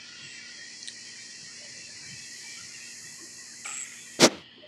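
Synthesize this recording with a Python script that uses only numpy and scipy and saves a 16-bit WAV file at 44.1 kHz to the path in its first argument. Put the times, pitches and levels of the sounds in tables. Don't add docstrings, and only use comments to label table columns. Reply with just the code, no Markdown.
import sys
import numpy as np
from scipy import signal
from scipy.fft import rfft, irfft, next_fast_len
from scipy.io import wavfile
from scipy.ndimage import uniform_filter1d

SR = 44100
rng = np.random.default_rng(int(sys.argv[2]) if len(sys.argv) > 2 else 0)


def pcm_store(signal):
    levels = np.round(np.clip(np.atleast_2d(signal), -1, 1) * 32767)
    wavfile.write(sys.argv[1], SR, levels.astype(np.int16).T)


N = 205991
TIME = np.arange(N) / SR
COVER_S = 4.26


def undb(db):
    return 10 ** (np.asarray(db) / 20)


def unit(x):
    return x / np.sqrt(np.mean(x ** 2) + 1e-20)


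def gains(table):
    s, *columns = np.transpose(table)
    return [undb(np.interp(TIME, s, column)) for column in columns]


def colour(x, points):
    size = next_fast_len(N // 2 + SR // 4) * 2
    hz, db = np.transpose(points)
    bins_hz = np.maximum(np.fft.rfftfreq(size, 1 / SR), 1)
    cepstrum = irfft(np.log(undb(np.interp(np.log(bins_hz), np.log(hz), db))))
    cepstrum[1:size // 2] *= 2
    cepstrum[size // 2 + 1:] = 0
    return irfft(rfft(x, size) * np.exp(rfft(cepstrum)))[:N]


def band(x, low_hz, high_hz, order=4):
    sos = signal.butter(order, [low_hz, high_hz], "band", fs=SR, output="sos")
    return unit(signal.sosfilt(sos, x))


def noise():
    return rng.standard_normal(N)


def walk(per_s):
    step = max(int(SR / per_s), 1)
    return unit(uniform_filter1d(noise()[np.arange(N) // step], step))


def grains(per_s, scatter_db):
    return unit((rng.random(N) < per_s / SR) * np.sign(noise()) * undb(scatter_db * noise()))


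def tone(hz):
    return np.sin(2 * np.pi * np.cumsum(hz) / SR)


def swell(centre_s, length_s):
    return np.exp(-(2 * (TIME - centre_s) / length_s) ** 2)


def ramp(start_s, length_s):
    return np.clip((TIME - start_s) / length_s, 0, 1)


def burst(start_s, t60_s, attack_s=0.0022):
    return ramp(start_s, attack_s) * undb(-60 * np.maximum(TIME - start_s, 0) / t60_s)


def notes(table, bend_hz):
    out = np.zeros(N)
    for centre_s, length_s, pitch_hz, level_db in table:
        on = np.abs(TIME - centre_s) < 1.5 * length_s
        out[on] += undb(level_db) * swell(centre_s, length_s)[on] * tone(pitch_hz + bend_hz[on])
    return out


def resonator(x, hz, t60_s):
    turn = np.exp(2j * np.pi * np.cumsum(hz) / SR)
    pole = undb(-60 / (t60_s * SR))
    return (signal.lfilter([1], [1, -pole], x / turn) * turn).imag


def struck(modes, age_s, detune):
    out = 0
    for mode_hz, level_db, t60_s in modes:
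        hz = mode_hz * (1 + detune * rng.standard_normal())
        out += undb(level_db - 60 * age_s / t60_s) * np.sin(2 * np.pi * hz * age_s)
    return out


def outdoors(x, wet_db, t60_s):
    t = TIME[:SR // 2]
    tail = noise()[:len(t)] * undb(-60 * t / t60_s)
    return x + undb(wet_db) * signal.fftconvolve(x, tail / np.linalg.norm(tail))[:N]


def town():
    # frequency_hz, gain_db
    murmur = [(15, -51.5), (25, -26), (112, -8.5), (240, -5.5), (262, -11.5), (301, -4), (429, -10.5),
              (579, -13), (691, -16.5), (1070, -15), (1240, -21.5), (1380, -23.5), (1700, -22), (2210, -46),
              (3740, -120)]
    # pitch_hz, level_db
    partials = [(118.4, -71.5), (236.9, -65.5)]
    traffic = unit(colour(noise(), murmur)) * undb(-61.5 + 0.43 * walk(6.7))
    hum = sum(undb(db) * np.sqrt(2) * tone(hz + .5 * walk(4.34)) for hz, db in partials)
    return traffic + hum + undb(-66) * band(noise(), 1300, 3080, order=2)


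def far_calls(peep_count=36, peep_db=-67, flutter_db=3, waver_hz=45):
    # centre_s, length_s, pitch_hz, level_db
    calls = [(0.127, 0.29, 1430, -57.5), (.47, 0.25, 1420, -59), (.59, .04, 600, -60),
             (1.642, 0.09, 561, -53), (1.78, 0.051, 516, -54), (1.89, 0.04, 620, -60),
             (2.047, 0.086, 1582, -57), (2.45, 0.035, 912, -57), (2.602, 0.057, 1397, -51),
             (2.71, 0.043, 1440, -60), (2.876, 0.023, 1430, -57), (3.197, 0.035, 1053, -54),
             (3.23, 0.047, 322, -52), (3.416, 0.064, 1068, -62), (3.54, 0.021, 1610, -58),
             (4.59, 0.045, 318.7, -51.5), (4.644, 0.032, 581, -47.5)]
    peeps = [(when * TIME[-1], .04, 1750 - 850 * low ** 2, peep_db + 5 * near)
             for when, low, near in rng.random((peep_count, 3))]
    voices = notes(list(calls) + peeps, waver_hz * walk(220))
    flutter = unit(undb(flutter_db * walk(170)))
    return outdoors(voices * flutter, wet_db=-6, t60_s=0.35)


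def cricket_choir(carrier_hz, spread_hz, hoarse_hz, strokes_per_s, uneven_db, singers=5):
    out = 0
    for place in np.linspace(-1, 1, singers):
        stroke_hz = strokes_per_s * (1 + .15 * rng.standard_normal() + .25 * walk(40))
        stroke = (np.cumsum(stroke_hz) / SR + rng.random()) % 1
        bend_hz = 30 * walk(18) + hoarse_hz * walk(260) - 40 * (stroke - .5)
        chirps = undb(uneven_db * np.tanh(1.3 * walk(18)) - 3 * abs(place))
        throb = .2 + np.sin(np.pi * stroke)
        out += throb * chirps * tone(carrier_hz + spread_hz * place + bend_hz)
    far = outdoors(out, wet_db=-7, t60_s=.12)
    return far / np.sqrt(uniform_filter1d(far ** 2, SR // 8) + 1e-12)


def crickets(swell_db=1.2, swells_per_s=9):
    # time_s, effort_db
    eagerness = [(0, 5), (.25, 5), (.75, 0), (1.15, -1.5), (1.55, -1.5), (2.15, -2), (2.88, 1), (2.98, -7),
                 (3.64, -11.5), (3.72, 1.5), (4.15, -1), (4.6, 0)]
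    # carrier_hz, spread_hz, hoarse_hz, strokes_per_s, uneven_db, level_db, db_per_effort_db
    choirs = [(1919, 100, 38, 52, 8.5, -53.5, 0.14), (2347, 110, 30, 66, 15, -59.7, .5),
              (2614, 125, 27.44, 51, 13.5, -60.5, 0.47), (3126, 280, 40, 57, 15, -59.7, 1.06),
              (3670, 240, 41, 58, 16, -67, 1.36)]
    effort, = gains(eagerness)
    return sum(undb(db + swell_db * walk(swells_per_s)) * effort ** by_effort * cricket_choir(*choir)
               for *choir, db, by_effort in choirs)


def near_crickets(strokes_per_s=57, hoarse_hz=32, waver_hz=30, sag_hz=60, uneven_db=2.0):
    # centre_s, length_s, pitch_hz, level_db
    trills = [(0.064, 0.049, 3430, -66), (0.218, .12, 3260, -51.5), (0.316, 0.4, 2736, -53),
              (0.422, 0.085, 2290, -51), (0.597, 0.18, 3253, -55), (0.636, 0.11, 1883, -49),
              (0.724, .05, 2420, -55), (0.823, .06, 3290, -58), (0.988, .1, 2330, -61),
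              (1.09, .07, 3140, -55), (1.09, .06, 2410, -56), (1.198, 0.096, 2330, -51.5),
              (1.212, 0.064, 3720, -57), (1.31, 0.036, 3470, -59), (1.379, .07, 2670, -55),
              (1.469, 0.054, 3090, -57), (1.643, .05, 2990, -54), (1.66, 0.051, 3350, -63),
              (1.775, .08, 2360, -53), (1.812, 0.16, 2663, -52.5), (1.969, .05, 2650, -56.5),
              (2.104, 0.16, 2340, -53), (2.112, .035, 3100, -53), (2.189, 0.24, 2657, -53),
              (2.237, 0.048, 3570, -62), (2.272, 0.12, 3270, -61), (2.346, .05, 1960, -47),
              (2.511, 0.17, 2324, -50.5), (2.537, 0.109, 3260, -56.5), (2.56, .08, 3120, -63),
              (2.751, 0.036, 2704, -50), (2.82, .06, 2490, -54), (2.865, 0.16, 2660, -51.5),
              (3.08, 0.051, 3420, -64), (3.091, 0.1, 2640, -56.5), (3.39, .06, 2630, -60),
              (3.481, .06, 2420, -63), (4.02, .05, 2600, -59), (4.02, .1, 3450, -58),
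              (4.153, .07, 2600, -58)]
    stroke = np.cumsum(strokes_per_s * (1 + .2 * walk(40))) / SR % 1
    bend_hz = waver_hz * walk(18) + hoarse_hz * walk(260) - sag_hz * (stroke - .5)
    throb = np.sqrt(2) * unit((.2 + np.sin(np.pi * stroke)) * undb(uneven_db * walk(30)))
    return outdoors(notes(trills, bend_hz) * throb, wet_db=-7, t60_s=.12)


def katydids_and_fizz(throb_db=0.4):
    # time_s, effort_db, brightness_db
    course = [(0, -2.5, -11.5), (.5, -1, -7.5), (.85, 0, -3), (1.9, 0, -2.5), (2.35, 0.5, 0),
              (2.7, 0.2, -0.7), (3.05, -2, 0.55), (3.55, -2, -0.5), (3.85, -6.5, 0.5), (4.2, -5.5, 0)]
    # frequency_hz, gain_db
    spectrum = [(2180, -44.5), (3700, -9), (3810, -24.5), (3950, -0.5), (4180, -1), (5380, -1),
                (7010, -1.5), (8700, -11.5), (10100, -13.5), (11200, -29.5), (13100, -50.5), (14200, -43),
                (15000, -46)]
    # low_hz, high_hz, level_db, db_per_effort_db, db_per_bright_db
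    bands = [(4018, 4800, -52.5, 1.3, -0.31), (4747, 6048, -48.5, 1.1, 0), (6220, 8880, -48, 0, 1.0),
             (8750, 11000, -59.5, 0, 1.5), (10850, 13650, -65, 0, 5.5)]
    shot_noise = colour(grains(per_s=14000, scatter_db=2.0), spectrum) * undb(throb_db * walk(130))
    effort, brightness = gains(course)
    return sum(undb(db) * effort ** by_effort * brightness ** by_brightness
               * band(shot_noise, low_hz, high_hz, order=10)
               for low_hz, high_hz, db, by_effort, by_brightness in bands)


def near_katydid(carrier_hz=7720, fall_hz=1000, strokes_per_s=136, rasp_db=-18, wobble_hz=80):
    # start_s, length_s, fade_s, first_db, last_db
    buzzes = [(.19, .225, .07, -54.5, -55.5), (3.642, 0.203, .012, -42, -36.5)]
    out = 0
    for start_s, length_s, fade_s, first_db, last_db in buzzes:
        stroke = np.cumsum((TIME > start_s) * strokes_per_s * (1 + .04 * walk(60))) / SR % 1
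        pitch_hz = carrier_hz - fall_hz * (stroke - .5) + wobble_hz * walk(900)
        wing = np.sqrt(2) * tone(pitch_hz) + undb(rasp_db) * band(noise(), 7900, 8300, order=5)
        pings = 2 * np.sin(np.pi * stroke) ** 4 * wing * undb(walk(110))
        along = (TIME - start_s) / length_s
        edges = np.clip(np.minimum(along, 1 - along) * length_s / fade_s, 0, 1)
        out += pings * edges * undb(np.interp(along, [0, 1], [first_db, last_db]))
    return outdoors(out, wet_db=-7, t60_s=.11)


def hand_bumps():
    # centre_s, length_s, level_db
    bumps = [(0.238, 0.091, -54), (1.45, 0.092, -60), (1.81, 0.37, -61.5), (2.12, 0.17, -50.5),
             (2.625, 0.15, -59), (3.088, 0.11, -57), (4.38, 0.1, -51.5)]
    force = sum(undb(db) * swell(s, length_s) for s, length_s, db in bumps)
    return force * band(noise(), 97.5, 168, order=2)


def rustle(fade_after_s=0.3, sizzle_db=-43.5):
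    # start_s, low_hz, high_hz, level_db, t60_s
    layers = [(3.656, 480, 1860, -46.5, 0.48), (3.645, 1710, 3840, -45, 1.8)]
    # frequency_hz, gain_db
    grain_spectrum = [(240, -62), (400, -29), (441, -9), (623, -37), (722, -9), (828, -5), (1010, -25),
                      (1280, 1), (1420, -1.5), (1480, -17), (1620, -17), (2440, -14), (2830, -13.5),
                      (4200, -23), (5460, -48), (9240, -120)]
    start_s = layers[0][0]
    crumple = colour(grains(per_s=2800, scatter_db=3.0), grain_spectrum)
    body = sum(undb(db) * burst(s, t60_s) * band(crumple, low_hz, high_hz)
               for s, low_hz, high_hz, db, t60_s in layers)
    spray = band(grains(per_s=2500, scatter_db=3), 4500, 9500, order=3)
    sizzle = undb(sizzle_db) * burst(start_s, t60_s=0.37) * spray
    return sizzle + body * (1 - ramp(start_s + fade_after_s, 0.064))


def rattle():
    # start_s, level_db
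    knocks = [(3.6555, -37.5), (3.669, -38.5), (3.678, -42.5), (3.690, -37.5), (3.698, -44), (3.711, -41),
              (3.733, -52), (3.742, -50)]
    # pitch_hz, level_db, t60_s
    modes = [(798, -6.5, 0.076), (1298, -0.5, 0.077), (2430, -8, 0.03)]
    return sum(undb(db) * struck(modes, np.clip(TIME - s, 0, 1), detune=0.036) for s, db in knocks)


def chirr(squeak_s=3.660, squeak_db=-30.5, fall_hz_per_s=28000):
    # time_s, pitch_hz, level_db
    glide = [(3.655, 2450, -75), (3.67, 2350, -44.5), (3.78, 2340, -49), (3.88, 2160, -50),
             (3.96, 1990, -50), (4.04, 1950, -80)]
    squeak_hz = 2300 - fall_hz_per_s * np.clip(TIME - squeak_s, -0.02, 0.02)
    squeak = undb(squeak_db) * swell(squeak_s, length_s=0.01) * tone(squeak_hz)
    s, hz, db = np.transpose(glide)
    catches = grains(per_s=260, scatter_db=2)
    ringing = resonator(catches, np.interp(TIME, s, hz) + 170 * walk(70), t60_s=0.017)
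    envelope = undb(np.interp(TIME, s, db)) * (TIME > s[0]) * (TIME < s[-1])
    return squeak + band(ringing, 1730, 3200, order=3) * envelope


def ticks(crack_db=-10, crack_decay_s=.0005):
    # start_s, peak_db, low_hz, high_hz
    contacts = [(.829, -25.5, 4200, 6360), (0.8753, -23, 2930, 9800), (0.8841, -19, 1750, 10040),
                (1.776, -32.5, 5700, 7200)]
    # pitch_hz, level_db, t60_s
    modes = [(1870, -1.5, 0.028), (3960, 3.5, 0.0075), (4000, 6.5, 0.0038), (6200, 5, 0.003),
             (8300, 7, 0.0042), (9300, -2, .002)]
    out = 0
    for start_s, peak_db, low_hz, high_hz in contacts:
        age_s = np.maximum(TIME - start_s, 0)
        ring = struck(modes, age_s, detune=.02)
        crack = undb(crack_db) * noise() * (age_s > 0) * np.exp(-age_s / crack_decay_s)
        tick = band(ring + crack + 1e-18, low_hz, high_hz, order=10)
        out += undb(peak_db) * tick / np.max(np.abs(tick))
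    return outdoors(out, wet_db=-11, t60_s=.14)


def port(night, hiss_db=-55.5):
    # frequency_hz, gain_db
    response = [(100, -2), (1200, 1.5), (1950, -7), (2450, -10), (2900, -1), (3250, -2), (3800, -3.5),
                (4400, -4), (5200, -12), (5700, -33.5), (8000, -36.5)]
    cover = ramp(COVER_S, 0.014)
    hiss = undb(hiss_db) * band(noise(), 2910, 3290, order=2)
    return (1 - cover) * night + cover * (colour(night, response) + hiss)


def scrape(touch_s=4.185, slip_hz=180, rub_db=-1, grit_throb=0.058, grit_lead_s=0.0044):
    # centre_s, length_s, slip_db, grit_db
    pushes = [(4.194, .007, -23, -35), (4.213, .014, -38, -31.5), (4.242, 0.052, -14, -15.7),
              (4.276, 0.015, -37.5, -34.5), (4.32, 0.097, -39.5, -42), (4.39, .1, -59.5, -48)]
    # frequency_hz, gain_db
    slip_spectrum = [(29, -68), (60, -36.5), (125, -18), (195, -6), (340, -1), (430, -6.5), (545, -3.5),
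                     (837, -15), (892, -14.5), (1130, -25), (1240, -17), (1730, -21), (2200, -21.5),
                     (2860, -40.5), (4840, -120)]
    # frequency_hz, gain_db
    grit_spectrum = [(530, -22), (900, -6), (1130, -4), (1470, -8.5), (1750, -12), (2000, -4.5), (2660, -4),
                     (3760, -3), (4180, -1), (5500, -1.5), (5980, -1), (15500, -33.5)]
    cycles = np.cumsum(slip_hz * (1 + .3 * walk(420))) / SR
    slips = np.diff(np.floor(cycles), prepend=0) * undb(0.92 * walk(180))
    closed = ramp(COVER_S, 0.025)
    friction = unit(slips) * (1 - .5 * closed) + undb(rub_db) * noise()
    thumps = unit(colour(friction, slip_spectrum))
    thumps /= np.sqrt(uniform_filter1d(thumps ** 2, SR // 60) + 1e-9)
    spray = grains(per_s=7500, scatter_db=0) * (1 + grit_throb * np.cos(2 * np.pi * cycles))
    slip_gain = sum(undb(db) * swell(s, length_s) for s, length_s, db, _ in pushes)
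    grit_gain = sum(undb(db) * swell(s - grit_lead_s, length_s) for s, length_s, _, db in pushes)
    grit = unit(colour(spray, grit_spectrum)) * grit_gain
    dull = signal.sosfilt(signal.butter(4, 4400, fs=SR, output="sos"), grit) + undb(-12.5) * grit
    return ramp(touch_s, 0.012) ** 2 * (thumps * slip_gain + (1 - closed) * grit + closed * dull)


def scene():
    night = katydids_and_fizz() + crickets() + near_crickets() + near_katydid() + far_calls() + town()
    return (port(night) + ticks() + hand_bumps() + rustle() + rattle() + chirr() + scrape())[None]


def record(dry):
    bass_hz, top_hz = 55, 15700
    thin = signal.sosfilt(signal.butter(3, bass_hz, "high", fs=SR, output="sos"), dry)
    return signal.sosfilt(signal.ellip(10, .2, 80, top_hz, fs=SR, output="sos"), thin)


dry = scene()
out = record(dry)
pcm_store(out)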